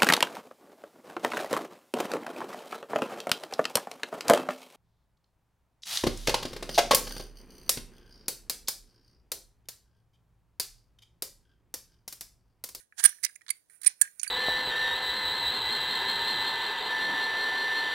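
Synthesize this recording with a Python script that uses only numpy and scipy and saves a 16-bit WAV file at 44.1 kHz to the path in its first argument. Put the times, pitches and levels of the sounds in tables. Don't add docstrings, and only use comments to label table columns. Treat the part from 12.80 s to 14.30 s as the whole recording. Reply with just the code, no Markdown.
import sys
import numpy as np
from scipy import signal
from scipy.fft import rfft, irfft, next_fast_len
from scipy.io import wavfile
from scipy.ndimage import uniform_filter1d, minimum_filter1d

SR = 44100
rng = np.random.default_rng(int(sys.argv[2]) if len(sys.argv) > 2 else 0)


def wav_record(signal):
    frames = np.transpose(np.atleast_2d(signal))
    bounded = np.clip(frames, -1, 1)
    quanta = np.round(bounded * 32767).astype(np.int16)
    wavfile.write(sys.argv[1], SR, quanta)


N = 66150

# (time [s], level [dB])
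SCRAPE_LEVELS = [(0, -55.5), (.09, -84), (.158, -85), (.184, -37.5), (.204, -29), (.222, -57.5), (.24, -24),
                 (.33, -62.5), (.42, -67.5), (.52, -71.5), (.65, -78), (.88, -80.5), (.92, -68.5),
                 (1.0, -87), (1.04, -46), (1.1, -47.5), (1.17, -79.5), (1.38, -76.5), (1.45, -47),
                 (1.5, -71)]
SHIVER_LEVELS = [(0, -48), (.09, -88), (.16, -74), (.2, -42), (.28, -37.5), (.34, -51.5), (.41, -60.5),
                 (.53, -57), (.6, -79.5), (.76, -57), (.88, -82), (.91, -55), (.96, -55), (1.0, -64),
                 (1.06, -51.5), (1.17, -63.5), (1.24, -46), (1.3, -58), (1.37, -61), (1.47, -49.5)]
SHIVER_PITCHES = [1510, 1900, 2300]
# (time [s], chatter length [s], crack level [dB], crack tilt [dB per octave],
# body pitch [Hz], pin level [dB], body level [dB])
JOINT_CONTACTS = [ (0.1239, 0.00074, -72, 1.5, 1682, -78, -48.5), (0.2054, 0.002, -43.5, 9, 1560, -49, -42),
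                  (0.2394, 0.0035, -16, 25.5, 1674, -6, -23.5), (0.245, .011, -18.5, -0.5, 1606, -9, -18),
                  (0.2559, 0.006, -24, -3, 1590, -9, -33), (0.2928, .001, -43.5, -6, 1780, -27, -60),
                  (0.324, 0.003, -72, -8, 1746, -73, -48), (0.383, 0.0037, -62, 3, 1760, -86, -55),
                  (0.429, 0.013, -25, 2, 1915, -28.5, -33), (0.4468, .002, -17, 13.5, 2037, -40, -29),
                  (0.4560, 0.01, -35.5, -5.5, 2116, -39, -38), (0.487, 0.011, -60.5, 6, 1680, -50.5, -51),
                  (0.5578, 0.0038, -60, 9, 1984, -41, -45.5), (0.6097, 0.0011, -64.5, -2, 1950, -64, -54.5),
                  (0.616, 0.0013, -56, -6, 1933, -62, -50), (0.6643, 0.00034, -51, -9.5, 1793, -67, -50.5),
                  (0.682, 0.00035, -40.5, -8, 1995, -49.5, -48),
                  (0.691, 0.00068, -33.5, -9, 2210, -78.5, -42), (0.703, 0.004, -31, 7, 2101, -17.5, -28),
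                  (0.8977, 0.00082, -50, 6, 1760, -86, -57), (1.0154, 0.0028, -38.5, 8, 1280, -42, -56),
                  (1.0327, .002, -39, 5, 1820, -37, -49.5), (1.041, .004, -49.5, -4, 2030, -38, -44.5),
                  (1.0475, 0.00056, -39, 0, 1980, -27.5, -47), (1.061, 0.007, -16, 1, 2295, -24.5, -29.5),
                  (1.0725, 0.006, -29.5, -4, 2080, -18.5, -37),
                  (1.2134, 0.0039, -9, 12.5, 1688, -6.5, -25.5),
                  (1.275, 0.0019, -71.5, 13, 1767, -55, -45.5),
                  (1.4312, .002, -20.5, 1.5, 1505, -23, -40.5), (1.4427, .001, -39, 2, 2360, -34, -41.5),
                  (1.445, 0.005, -64, 12, 2240, -46, -39.5), (1.464, .003, -61, -5, 2320, -40, -39),
                  (1.468, .006, -58.5, -19, 1640, -60, -37.5)]
# (time [s], chatter length [s], level [dB])
WIRE_HITS = [(.182, 0.012, -41.5), (.6837, 0.00022, -44), (.702, 0.0044, -32.5), (1.0325, .003, -46),
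             (1.217, 0.0032, -39.5), (1.397, 0.00024, -42), (1.478, 0.00091, -33.5)]
ROD_HITS = [(.245, 0.012, -25.5), (.432, 0.021, -23.5), (.4475, 0.0059, -21)]
SHELL_HITS = [(.25, .003, -33.5), (1.2145, 0.0019, -30.5), (1.243, 0.015, -42)]
# (time [s], length [s], level [dB])
PIN_SQUEAKS = [(.252, .013, -4), (1.0665, .008, -6), (1.0735, .004, -9), (1.213, .009, -8)]
# (time [s], jolt level [dB], thud level [dB])
FRAME_JOLTS = [(0.2535, -31.5, -56.5), (1.217, -45.5, -93.5)]
# (time [s], chatter length [s], level [dB], tilt [dB per octave])
TIP_FLICKS = [(0.554, 0.0048, -44.5, -2), (1.396, 0.00015, -28, -4), (1.4145, 0.00047, -38.5, -4),
              (1.4772, 0.00047, -26, 18.5)]

# (pitch [Hz], relative level [dB], time to fade by 60 dB [s])
PIN_TONES = [(8700, -12, .02), (9220, 0, .022), (9450, -5, .014), (9820, -5, .02), (10090, -8, .022),
             (10400, -13, .015), (10900, -13, .025)]
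WIRE_TONES = [(4570, 0, .036), (6900, -14, .04), (7623, -10, .045)]
ROD_TONES = [(4950, 0, .018), (5957, -1, .018)]
SHELL_TONES = [(1620, 0, .11), (1690, -1, .1), (1790, -7, .07)]
HAND_TONES = [(72, 0, .11), (100, -2, .09)]
FRAME_TONES = [(5897, 0, .28), (7553, -10, .2)]
# (pitch [times the lowest], relative level [dB], time to fade by 60 dB [s])
BODY_TONES = [(1, 0, .027), (1.07, -4, .02), (1.2, -8, .016), (1.35, -15, .014)]

# (frequency [Hz], gain [dB])
SCRAPE_COLOUR = [(100, -30), (600, -9), (800, -1.5), (1150, -2.5), (1600, 11), (2500, 0.5), (3900, 6.5),
                 (4400, 6), (5000, 5), (6100, 9.5), (6450, 11), (6900, 7.5), (9500, 7.5), (12500, -4.5),
                 (16000, -14.5)]
CRACK_COLOUR = [(100, -54), (600, -42.5), (1200, -10.5), (2200, -2.5), (3000, 1.5), (4300, 8), (5500, 6),
                (7000, 6.5), (9800, 13.5), (12500, -7.5), (14200, -5.5), (16000, -13)]
JOLT_COLOUR = [(25, -7), (75, -1.5), (170, -16), (400, -15), (800, -4.5), (1500, -8), (4000, -57.5)]
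FLICK_COLOUR = [(600, -50), (1800, -45), (2400, -17.5), (3000, -32), (4000, -22), (5500, -12), (6400, 1.5),
                (7200, 3), (7900, -8), (9800, 4.5), (12000, -22), (16000, -37)]
ECHO_COLOUR = [(100, -11.5), (1100, -14.5), (1800, -17), (3000, -16.5), (4500, -17), (9300, -20.5),
               (12000, -33.5), (15000, -29.5)]
HISS_COLOUR = [(25, -8), (80, 7), (200, 2), (600, 0.5), (2000, -14.5), (8000, -12), (16000, -15.5)]
# (frequency [Hz], gain [dB])
LEFT_COLOUR = [(100, -12), (1700, 6.5), (4500, 1.5), (6500, -9.5), (9000, -31.5), (15000, -13.5)]
# (frequency [Hz], time to fade by 60 dB [s])
ECHO_TIMES = [(200, 0.091), (2000, 0.17), (6000, 0.28), (10000, 0.12), (15000, 0.75)]


def amp(db):
    return 10 ** (np.asarray(db) / 20)


def unit(x):
    return x / np.sqrt(np.mean(x ** 2) + 1e-20)


def along(points, hz):
    freqs, values = np.transpose(points)
    return np.interp(np.log(hz + 1), np.log(freqs + 1), values)


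def filtered(x, response):
    size = next_fast_len(N + SR // 4)
    return irfft(rfft(x, size) * response(np.fft.rfftfreq(size, 1 / SR)), size)[..., :N]


def coloured(x, colour):
    return filtered(x, lambda hz: amp(along(colour, hz)))


def add(out, start_s, sound, db):
    start = max(round(start_s * SR), 0)
    part = sound[:N - start]
    peak_power = uniform_filter1d(sound ** 2, 132, mode="constant").max()
    out[start:start + len(part)] += amp(db) * part / np.sqrt(peak_power + 1e-20)


def ring(tones, scatter_db=2):
    t = np.arange(SR // 3) / SR
    return sum(amp(db + scatter_db * rng.standard_normal() - 60 * t / fade_s) * np.cos(2 * np.pi * hz * t)
               for hz, db, fade_s in tones)


def small_part(force, tones, lowest_hz=1310):
    bass_cut = signal.butter(6, lowest_hz, "highpass", fs=SR, output="sos")
    return signal.sosfilt(bass_cut, signal.fftconvolve(force, ring(tones)))


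def held_body(force, pitches, soft_hz=2280):
    softened = signal.sosfilt(signal.butter(6, soft_hz, fs=SR, output="sos"), force)
    tones = [(hz * ratio, db, fade_s) for hz in pitches for ratio, db, fade_s in BODY_TONES]
    return small_part(softened, tones)


def sliding(slips_per_s=4400, spread_db=3, body_db=-13):
    t = np.arange(N) / SR
    slips = (rng.random(N) < slips_per_s / SR) * rng.choice([-1, 1], N)
    slips = slips * amp(spread_db * rng.standard_normal(N))
    scrape = unit(coloured(slips, SCRAPE_COLOUR))
    pins = unit(small_part(slips, PIN_TONES)[:N])
    body = unit(held_body(slips, SHIVER_PITCHES)[:N])
    scrape_gain = amp(np.interp(t, *np.transpose(SCRAPE_LEVELS)))
    shiver_gain = amp(np.interp(t, *np.transpose(SHIVER_LEVELS)))
    return scrape_gain * scrape + shiver_gain * (pins + amp(body_db) * body)


def chatter(length_s, bounces_per_s=3900, rise_share=0.41, fall_s=0.00072, glancing_s=0.016, size=1500):
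    t = np.arange(size) / SR
    bounces = (rng.random(size) < bounces_per_s / SR) * rng.standard_normal(size)
    swell = np.minimum(t / (rise_share * length_s + 1e-6), 1)
    fall = np.exp(-np.maximum(t - length_s, 0) / fall_s)
    force = bounces * swell * fall
    force[0] = 1.2 * np.exp(-length_s / glancing_s)
    return force


def tick(colour, tilt_db=0, size=2048):
    hz = np.fft.rfftfreq(size, 1 / SR)
    octaves = np.log2(np.maximum(hz, 1000) / 1000)
    cepstrum = irfft(np.log(amp(along(colour, hz) + tilt_db * octaves)))
    cepstrum[1:size // 2] *= 2
    cepstrum[size // 2 + 1:] = 0
    return irfft(np.exp(rfft(cepstrum)))


def smear(fade_s, tail_db, size):
    tail = rng.standard_normal(size) * amp(-60 * np.arange(size) / SR / fade_s)
    tail *= amp(tail_db) / np.linalg.norm(tail)
    tail[0] += 1
    return tail


def crack(force, colour, tilt_db):
    ringing_tick = signal.fftconvolve(smear(fade_s=0.023, tail_db=17.5, size=2048), tick(colour, tilt_db))
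    return signal.fftconvolve(force, ringing_tick)


def contacts():
    out = np.zeros(N)
    for start_s, length_s, crack_db, tilt_db, body_hz, pin_db, body_db in JOINT_CONTACTS:
        force = chatter(length_s)
        add(out, start_s, crack(force, CRACK_COLOUR, tilt_db), crack_db)
        add(out, start_s, held_body(force, [body_hz]), body_db)
        add(out, start_s, small_part(force, PIN_TONES), pin_db)
    return out


def struck_part(hits, tones):
    out = np.zeros(N)
    for start_s, length_s, db in hits:
        add(out, start_s, small_part(chatter(length_s), tones), db)
    return out


def squeaks(pitch_hz=9202, width_hz=37.2, fade_s=0.004):
    out = np.zeros(N)
    for start_s, length_s, db in PIN_SQUEAKS:
        size = round(length_s * SR)
        wander = np.sqrt(2 * np.pi * width_hz / SR) * rng.standard_normal(N)[:size]
        phase = np.cumsum(2 * np.pi * pitch_hz / SR + wander)
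        swell = np.sin(np.linspace(0, np.pi, size))
        add(out, start_s, small_part(swell * np.sin(phase), [(pitch_hz, 0, fade_s)]), db)
    return out


def jolts(frame_offset_db=-8.5):
    out = np.zeros(N)
    for start_s, db, thud_db in FRAME_JOLTS:
        push = signal.fftconvolve(chatter(length_s=0.0033), tick(JOLT_COLOUR))
        add(out, start_s, push, db)
        add(out, start_s, signal.fftconvolve(push, ring(HAND_TONES)), thud_db)
        add(out, start_s, small_part(np.ones(1), FRAME_TONES), db + frame_offset_db)
    return out


def flicks():
    out = np.zeros(N)
    for start_s, length_s, db, tilt_db in TIP_FLICKS:
        add(out, start_s, crack(chatter(length_s), FLICK_COLOUR, tilt_db), db)
    return out


def room_echo(x):
    hz, t, noise = signal.stft(rng.standard_normal((2, SR // 2)), SR, nperseg=256)
    fade = amp(-60 * t / along(ECHO_TIMES, hz)[:, None])
    _, tails = signal.istft(noise * fade, SR, nperseg=256)
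    echo = signal.fftconvolve(x[None], tails / np.linalg.norm(tails[0]), axes=1)[:, :N]
    return coloured(echo, ECHO_COLOUR)


def path_to_left(x, delay_s=0.000506):
    scattered = signal.fftconvolve(x, smear(fade_s=0.028, tail_db=12, size=1024))[:N]
    return filtered(scattered, lambda hz: np.exp(-2j * np.pi * hz * delay_s))


def scene():
    rod = struck_part(ROD_HITS, ROD_TONES)
    rest = contacts() + struck_part(WIRE_HITS, WIRE_TONES) + struck_part(SHELL_HITS, SHELL_TONES)
    rest += flicks() + squeaks() + jolts() + sliding()
    crank = rod + rest
    echo_left, echo_right = room_echo(rest + amp(-7) * rod)
    far_crank = amp(-28) * path_to_left(crank)
    hiss_left, hiss_right = amp(-81) * unit(coloured(rng.standard_normal((2, N)), HISS_COLOUR))
    left = coloured(far_crank + echo_left, LEFT_COLOUR) + amp(3.5) * hiss_left
    right = crank + echo_right + hiss_right
    return np.array([left, right])


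def record(dry, ceiling_db=1, window_s=0.002, top_hz=16100):
    size = round(window_s * SR)
    needed_gain = np.minimum(1, amp(ceiling_db) / (np.abs(dry) + 1e-9))
    held_gain = minimum_filter1d(needed_gain, size)
    smooth_gain = uniform_filter1d(uniform_filter1d(held_gain, size // 2), size // 2)
    return filtered(dry * smooth_gain, lambda hz: 1 / (1 + (hz / top_hz) ** 100))


dry = scene()
out = record(dry)
wav_record(out)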